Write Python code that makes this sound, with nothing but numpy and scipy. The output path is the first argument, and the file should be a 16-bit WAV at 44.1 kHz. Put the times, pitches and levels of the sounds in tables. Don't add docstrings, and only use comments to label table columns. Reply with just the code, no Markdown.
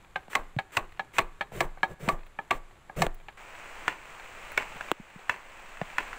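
import sys
import numpy as np
from scipy import signal
from scipy.fft import rfft, irfft
from scipy.io import wavfile
from scipy.ndimage import uniform_filter1d

SR = 44100
rng = np.random.default_rng(int(sys.argv[2]) if len(sys.argv) > 2 else 0)


def pcm_store(signal):
    levels = np.round(np.clip(np.atleast_2d(signal), -1, 1) * 32767)
    wavfile.write(sys.argv[1], SR, levels.astype(np.int16).T)


N = 272536
TIME = np.arange(N) / SR
T = np.arange(SR // 3) / SR

# t/s, bite/dB, wall/dB, hollow ring/dB, splitting time/s,
# swing before the bite/s, follow-through/s, blade speed/dB, moved air/dB
CHOPS = [(0.3519, -13.5, -38, -24.5, .006, 0.055, 0.0065, -0.5, -9),
         (0.7689, -13.5, -47, -27, .006, 0.051, .03, 0, -12),
         (1.183, -15, -18.5, -20, .011, 0.052, .045, 0.5, -7),
         (1.605, -19, -21, -29.5, .0074, .089, 0.059, -1, -3),
         (2.0873, -18, -23.5, -21, .0045, .094, 0.059, -1.5, -3),
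         (2.5082, -16, -27.5, -21, .0064, 0.0033, 0.078, -7, -7.5),
         (3.019, -16, -18, -29, .0065, .058, 0.047, 5, -0.5)]
# t/s, level/dB, pitch ratio, contact brightness f/Hz
KNOCKS = [(.158, -25.5, 0.93, 3450), (.587, -26.5, 0.97, 3950), (.994, -25, .98, 3370),
          (1.409, -25, 0.99, 3780), (1.772, -37, 0.91, 1060), (1.8306, -13.5, .97, 3200),
          (2.388, -24, 0.997, 1850), (2.896, -31.5, 0.96, 1300), (3.284, -42, 0.99, 4400)]
# t/s, level/dB, strongest resonance f/Hz
CRACKS_AND_GRAZES = [(.331, -36.5, 1720), (1.165, -40.5, 2400), (3.879, -13.5, 1716), (4.575, -15.5, 2270),
                     (4.808, -34, 1710), (5.294, -13, 1706), (5.77, -41.5, 1190), (5.8133, -34, 1710),
                     (5.982, -20.5, 1710), (6.129, -37.5, 1410)]
# t/s, thud/dB, thud f/Hz, ring of the case/dB, click/dB
BUMPS = [(.282, -43, 196, -37, -42), (0.565, -16, 127, -36, -37), (1.52, -39, 177, -34, -44.5),
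         (2.079, -16.5, 209, -21, -27), (3.0666, -29, 177, -18.5, -13.5), (4.758, -37, 171, -60, -60),
         (4.9159, -12, 295, -8, 3.5), (4.999, -22, 205, -38, -52), (5.159, -27, 178, -50, -45),
         (5.8152, -19.5, 172, -15.5, -38)]
# t/s, level/dB, spray/dB
DROPS = [(.921, -45.5, -58), (2.265, -49.5, -54), (3.144, -60, -41.5), (4.197, -36.5, -53.5),
         (4.518, -37, -39), (5.192, -36, -54), (5.9, -36.5, -57)]
# f/Hz, level/dB, time to fade by 60 dB/s
WALL_MODES = [(165, -23, 0.32), (352, -12, 0.23), (399, -7, 0.12), (535.4, -6, 0.093), (658, 4, 0.072),
              (743, 6.5, 0.041), (970, 1, 0.054), (1706, 0.5, 0.054), (2164, -3.5, 0.067),
              (2270, -12, 0.034), (2920, -37, 0.047)]
# f/Hz, level/dB, time to fade by 60 dB/s; before pitch, brightness and damping
KNOCK_MODES = [(182, -15, 0.065), (424, -26.5, 0.25), (573, -12.5, 0.08), (808, -2.5, 0.08),
               (915, -5, 0.078), (1110, -5.5, 0.025), (1302, -8, 0.065), (1702, 2.5, 0.057),
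               (1804, 1.5, 0.024), (696, -27, 0.12), (2310, -7.5, 0.057), (4400, -38, 0.13),
               (2396, -6.5, 0.05), (3240, -12.5, 0.057), (3900, -27, 0.097), (3870, -36, 0.22)]
# f/Hz, level/dB, time to fade by 60 dB/s
CANE_MODES = [(390, -34, 0.25), (745, -46, 0.012), (986, -11, 0.039), (1475, -2, 0.028), (2074, -11, 0.031),
              (2675, -10.5, 0.049), (3420, -21.5, 0.054)]
# multiple of the thud pitch, level/dB, cycles to fade by 60 dB
CASE_MODES = [(2.6, -4, 5.1), (4.3, 1.5, 10)]
# f/Hz, level/dB
BITE_COLOUR = [(100, -1), (350, -45), (700, 0), (1500, -4.5), (2400, 1.5), (3100, -9), (4200, -17.5),
               (6000, -92), (15000, -77)]
# f/Hz, level/dB
SPLINTER_COLOUR = [(2000, -56), (4000, 7), (5500, 0), (7800, 4), (9800, -7), (11200, -11.5), (15200, -4.5)]
# f/Hz, level/dB
SCRAPE_COLOUR = [(300, -8.5), (700, 12), (1300, 2.5), (2400, 7.5), (3200, -3.5), (4300, -5), (5500, -57),
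                 (15000, -72)]
# f/Hz, level/dB
CRACK_COLOUR = [(59, 3), (100, -11), (265, -15.5), (533, -7.5), (1010, 0.5), (1240, -10), (1750, -2),
                (2720, -3), (3660, -24), (3990, -19), (5360, -27), (7690, -22), (10600, -41.5),
                (15800, -32)]
# f/Hz, level/dB
CLICK_COLOUR = [(80, -52), (180, 1.5), (350, 13), (800, 6.5), (1600, 6), (2600, 1.5), (3900, -3),
                (5000, -24.5), (8000, -11.5), (12000, -32), (15500, -12.5)]
# f/Hz, level/dB
TAIL_COLOUR = [(71, -76), (120, -10), (361, -3), (602, -4), (1160, -3), (1340, -11), (1670, -11.5),
               (4360, -45), (8050, -29.5), (8740, -41), (15800, -38)]
# f/Hz, level/dB
RUSH_COLOUR = [(120, -20), (200, -14.5), (268, 0), (547, 0), (760, -9), (896, 1.5), (1970, 1.5),
               (2360, 0.5), (5090, -17.5), (7890, -8.5), (12200, -23), (15000, -10), (15800, -18)]
# f/Hz, level/dB
SLEEVE_COLOUR = [(40, 0), (90, -10.5), (160, 5), (270, -20.5), (400, -4.5), (650, -9.5), (1000, -33),
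                 (3000, -52)]
# f/Hz, level/dB
SPRAY_COLOUR = [(3000, -19), (6500, -4.5), (8000, -23), (10000, 5.5), (12500, -17), (15200, 11.5)]
# f/Hz, level/dB
LIGHT_RAIN_COLOUR = [(15, -1), (25, -3), (165, -14), (255, -23), (361, -16), (461, -20.5), (1150, -18.5),
                     (1780, -22.5), (2200, -23), (3300, -30), (3580, -30.5), (5370, -41), (7630, -33),
                     (8730, -40), (15800, -48)]
# f/Hz, level/dB
HEAVY_RAIN_COLOUR = [(22, 14.5), (50, -2.5), (100, -3), (260, -7), (500, -1), (1000, 2.5), (2600, 0),
                     (3500, -12.5), (5200, -20), (7800, -13.5), (9200, -23.5), (12500, -35), (14200, -26),
                     (15400, -21.5)]

HOLLOW_HZ = 1138.5
TYPICAL_SPLIT_S = 0.0061
TEARING_GRAIN_DB, TAIL_GRAIN_DB, RUSH_GRAIN_DB = 3.2, 2.5, 2.3
RUSH_DB = -45
SLEEVE_DB, SLEEVE_DB_PER_DB = -27, 4
BACKSWING_START_S, BACKSWING_END_S = 1.875, 1.945
BACKSWING_SPEED_DB, BACKSWING_AIR_DB = -10, -3.5
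CANE_SCATTER = .03
SNAP_S, ECHO_S, ECHO_DB = .004, 0.046, -22
THUD_CYCLES = 6.6
LIGHT_RAIN_DB, HEAVY_RAIN_DB = -56, -43.5
CUT_S = 3.372
RECOVERY_DB, RECOVERY_S = 4, 0.5
LIMIT_DB, RECOVER_DB_PER_S = -15, 9.5
TOP_HZ = 15650


def chops(contact_s=.0005, bite_db=-4, wall_db=-3, hollow_db=9, splinter_db=-35, splinter_law=0.74,
          hollow_t60=0.071, build_s=0.004, tail_db=-31, tail_t60=0.24, crumble_db=-17):
    out = np.zeros(N)
    swell = 1 - np.exp(-T / build_s)
    hollow_modes = [(HOLLOW_HZ, hollow_db, hollow_t60), (HOLLOW_HZ * .9, -2, .05),
                    (HOLLOW_HZ * 1.07, -2, .07), (HOLLOW_HZ * 1.03, -20, .3)]
    for s, db, wall_level, hollow_level, seconds, *_, speed_db, _ in CHOPS:
        bite = undb(db + bite_db) * tear(seconds, BITE_COLOUR)
        chips = tear(seconds, SPLINTER_COLOUR) + undb(2.5) * burst(fade(0.04), SPLINTER_COLOUR)
        chips = undb(splinter_db + splinter_law * speed_db) * chips
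        crumble = burst(fade(0.12), SCRAPE_COLOUR, grain_db=TEARING_GRAIN_DB)
        crumble = undb(db + crumble_db) * seconds / TYPICAL_SPLIT_S * crumble
        hollow = undb(hollow_level) * swell * ring(hollow_modes, scatter=0.024)
        grove = undb(tail_db) * burst(fade(tail_t60), TAIL_COLOUR, grain_db=TAIL_GRAIN_DB)
        wall = undb(wall_level + wall_db) * ring(WALL_MODES)
        add(out, s - .003, undb(db - 22.0) * burst(fade(0.033), BITE_COLOUR))
        add(out, s + contact_s, bite + chips + crumble + hollow + grove + wall)
    return out


def tear(seconds, points, per_s=1300):
    count = int(np.clip(seconds * per_s, 3, 24))
    gap, size, side = rng.random((24, 3))[:count].T
    at = np.cumsum(.5 + gap)
    position = (at - at[0]) / at[-1] * seconds * SR
    snaps = np.zeros(len(T))
    snaps[position.astype(int)] = (.5 + size) * np.linspace(1, .5, count) * np.sign(side - .5)
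    sound = colour(snaps, points)
    return sound * np.sqrt(seconds * SR) / np.linalg.norm(sound)


def swings(fullness=0.5):
    out = np.zeros(N)
    strokes = [(s - before, s + after, speed_db, air_db)
               for s, *_, before, after, speed_db, air_db in CHOPS]
    strokes.append((BACKSWING_START_S, BACKSWING_END_S, BACKSWING_SPEED_DB, BACKSWING_AIR_DB))
    for start, end, speed_db, air_db in strokes:
        length = max(int((end - start) * SR), 20)
        speed = np.sin(np.linspace(0, np.pi, length, endpoint=False)) ** fullness
        sleeve = undb(SLEEVE_DB + SLEEVE_DB_PER_DB * air_db) * burst(speed, SLEEVE_COLOUR)
        rush = undb(RUSH_DB + speed_db) * burst(speed, RUSH_COLOUR, grain_db=RUSH_GRAIN_DB)
        add(out, start, rush + sleeve)
    return out


def air_push(push_db=-24, hz=21, t60=0.47, delay_s=0.0397, build_s=0.0046):
    out = np.zeros(N)
    push = -np.sin(2 * np.pi * hz * T) * fade(t60) * (1 - np.exp(-T / build_s))
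    for s, *_, air_db in CHOPS:
        add(out, s + delay_s, undb(push_db + air_db) * push)
    return out


def knocks(contact_s=.0005, ring_db=0, edge_db=-6, chip_db=-19, tail_db=-24, sharp_hz=3700,
           edge_law=3.6, damping_law=0.52):
    out = np.zeros(N)
    for s, db, pitch, bright_hz in KNOCKS:
        sharpness = bright_hz / sharp_hz
        length = sharpness ** damping_law
        modes = [(hz, size - 10 * np.log10(1 + (hz / bright_hz) ** 4), t60 * length)
                 for hz, size, t60 in KNOCK_MODES]
        body = undb(ring_db) * ring(modes, pitch, scatter=0.0048)
        scraping = burst(fade(0.063), SCRAPE_COLOUR, grain_db=TEARING_GRAIN_DB)
        scrape = tear(0.0039, SCRAPE_COLOUR) + undb(2.0) * scraping
        chips = undb(chip_db) * burst(fade(0.069), SPLINTER_COLOUR)
        edge = undb(edge_db) * sharpness ** edge_law * (scrape + chips)
        grove = undb(tail_db) * burst(fade(0.28), TAIL_COLOUR)
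        add(out, s + contact_s, undb(db) * (body + edge + grove))
    return out


def cracks_and_grazes(contact_s=0.001242, crack_db=-1, ring_db=4.5, tail_db=-22, creak_db=-23,
                      creak_lead_s=0.0042):
    out = np.zeros(N)
    for s, db, hz in CRACKS_AND_GRAZES:
        snap = undb(crack_db) * tear(SNAP_S, CRACK_COLOUR)
        snap = snap + undb(-12.5) * burst(fade(0.23), CRACK_COLOUR, grain_db=TEARING_GRAIN_DB)
        body = undb(ring_db) * ring([(hz, 0, .028)] + CANE_MODES, scatter=CANE_SCATTER)
        trunks = undb(tail_db) * burst(fade(0.32), TAIL_COLOUR, grain_db=TAIL_GRAIN_DB)
        creak = undb(db + creak_db) * burst(fade(0.45), CRACK_COLOUR)
        add(out, s + contact_s - creak_lead_s, creak)
        add(out, s + contact_s, undb(db) * (snap + body + trunks))
        add(out, s + contact_s + ECHO_S, undb(db + ECHO_DB) * (snap + body))
    return out


def bumps(click_t60=0.014, rattle_db=-12):
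    out = np.zeros(N)
    click = colour(1. * (T == 0), CLICK_COLOUR)
    click = click / np.abs(click).max()
    for s, db, hz, case_db, click_db in BUMPS:
        thud = [(hz, db, THUD_CYCLES / hz)]
        case = [(multiple * hz, case_db + size, cycles / (multiple * hz))
                for multiple, size, cycles in CASE_MODES]
        contact = click + undb(rattle_db) * burst(fade(click_t60), CLICK_COLOUR)
        add(out, s, ring(thud + case) + undb(click_db) * contact)
    return out


def drops(pat_db=-1, spray_db=0):
    out = np.zeros(N)
    for s, db, spray_level in DROPS:
        spray = undb(spray_level + spray_db) * burst(fade(0.025), SPRAY_COLOUR)
        add(out, s, undb(db + pat_db) * pat() + spray)
    return out


def pat(low_hz=500, high_hz=3000):
    hz = low_hz * (high_hz / low_hz) ** rng.random()
    return ring([(hz, -3, .025)]) + burst(fade(0.029), SCRAPE_COLOUR)


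def rain(wide_db=-22, light_wide_db=-15):
    among_trees = TIME > CUT_S
    still_to_recover = np.clip(1 - (TIME - CUT_S) / RECOVERY_S, 0, 1)
    heavy = among_trees * undb(HEAVY_RAIN_DB - RECOVERY_DB * still_to_recover)
    light = ~among_trees * undb(LIGHT_RAIN_DB)
    mid = heavy * patter(HEAVY_RAIN_COLOUR) + light * patter(LIGHT_RAIN_COLOUR)
    mid = mid + (heavy * undb(3.5) + light * undb(6.5)) * drips()
    hiss = colour(rng.standard_normal(N), SPRAY_COLOUR)
    side = (heavy * undb(wide_db) + light * undb(light_wide_db)) * hiss
    return np.array([mid + side, mid - side])


def drips(count=12, size=22):
    out = np.zeros(N)
    for _ in range(count):
        sound = pat() + undb(-14) * burst(fade(.025), SPRAY_COLOUR)
        for when, weight in rng.random((size, 2)):
            add(out, when * N / SR, weight ** 2 * sound)
    return out


def patter(points):
    return unit(burst(undb(.5 * walk(8.8)), points, grain_db=2.0))


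def leaves(x, scatter_db=-11, above_hz=5000, t60=0.004):
    treble = signal.sosfilt(signal.butter(6, above_hz, "high", fs=SR, output="sos"), x)
    echoes = rng.standard_normal(len(T)) * fade(t60)
    side = undb(scatter_db) * signal.fftconvolve(treble, echoes / np.linalg.norm(echoes))[:N]
    return np.array([x + side, x - side])


def forest(x, wet_db=-25, t60=0.51, top_hz=3000):
    echoes = rng.standard_normal(len(T)) * fade(t60) * (1 - np.exp(-T / 0.0025))
    echoes = echoes / np.linalg.norm(echoes)
    echoes = signal.sosfilt(signal.butter(2, top_hz, fs=SR, output="sos"), echoes)
    return x + undb(wet_db) * signal.fftconvolve(x, echoes)[:N]


def ring(modes, pitch=1, scatter=0.0126):
    sound = np.zeros(len(T))
    for k, (hz, db, t60) in enumerate(modes):
        tuned_hz = hz * pitch * (1 + scatter * rng.standard_normal())
        sound += (-1) ** k * undb(db) * fade(t60) * np.sin(2 * np.pi * tuned_hz * T)
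    return sound


def burst(envelope, points, grain_db=2.5):
    grain = undb(grain_db * rng.exponential(size=len(envelope)))
    clicks = rng.standard_normal(len(envelope)) * grain
    sound = colour(clicks * envelope, points)
    return sound * np.linalg.norm(envelope) / np.linalg.norm(sound)


def colour(x, points, size=2048):
    hz, db = np.transpose(points)
    f = np.maximum(np.fft.rfftfreq(size, 1 / SR), 1)
    gain = undb(np.interp(np.log(f), np.log(hz), db))
    cepstrum = irfft(np.log(gain))
    cepstrum[1:size // 2] *= 2
    cepstrum[size // 2 + 1:] = 0
    response = irfft(np.exp(rfft(cepstrum)))
    return signal.fftconvolve(x, response / np.linalg.norm(response))[:len(x)]


def fade(t60):
    return np.exp(-np.log(1000) * T / max(t60, 1 / SR))


def walk(rate):
    knots = rng.standard_normal(N // 100)
    return np.interp(TIME * rate, np.arange(len(knots)), knots)


def undb(db):
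    return 10 ** (np.asarray(db) / 20)


def unit(x):
    return x / np.sqrt(np.mean(x ** 2))


def add(track, s, sound):
    i = max(int(s * SR), 0)
    track[..., i:i + sound.shape[-1]] += sound[..., :N - i]


def gain_control(x, window_s=0.0023, ahead_s=0.0022):
    power = uniform_filter1d(np.mean(x ** 2, axis=0), max(int(window_s * SR), 1))
    over_db = 10 * np.log10(np.maximum(power / undb(LIMIT_DB) ** 2, 1))
    recovered_db = RECOVER_DB_PER_S * TIME
    cut_db = np.maximum.accumulate(over_db + recovered_db) - recovered_db
    return x * undb(-np.interp(TIME + ahead_s, TIME, cut_db))


def scene(low_cut_hz=110):
    blows = forest(chops() + knocks() + cracks_and_grazes()) + bumps()
    blows = signal.sosfilt(signal.butter(3, low_cut_hz, "high", fs=SR, output="sos"), blows)
    return leaves(blows + swings() + drops()) + air_push() + rain()


def record(dry, ceiling=0.54):
    rounded = ceiling * np.tanh(gain_control(dry) / ceiling)
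    return signal.sosfilt(signal.ellip(10, .2, 70, TOP_HZ, fs=SR, output="sos"), rounded)


dry = scene()
out = record(dry)
pcm_store(out)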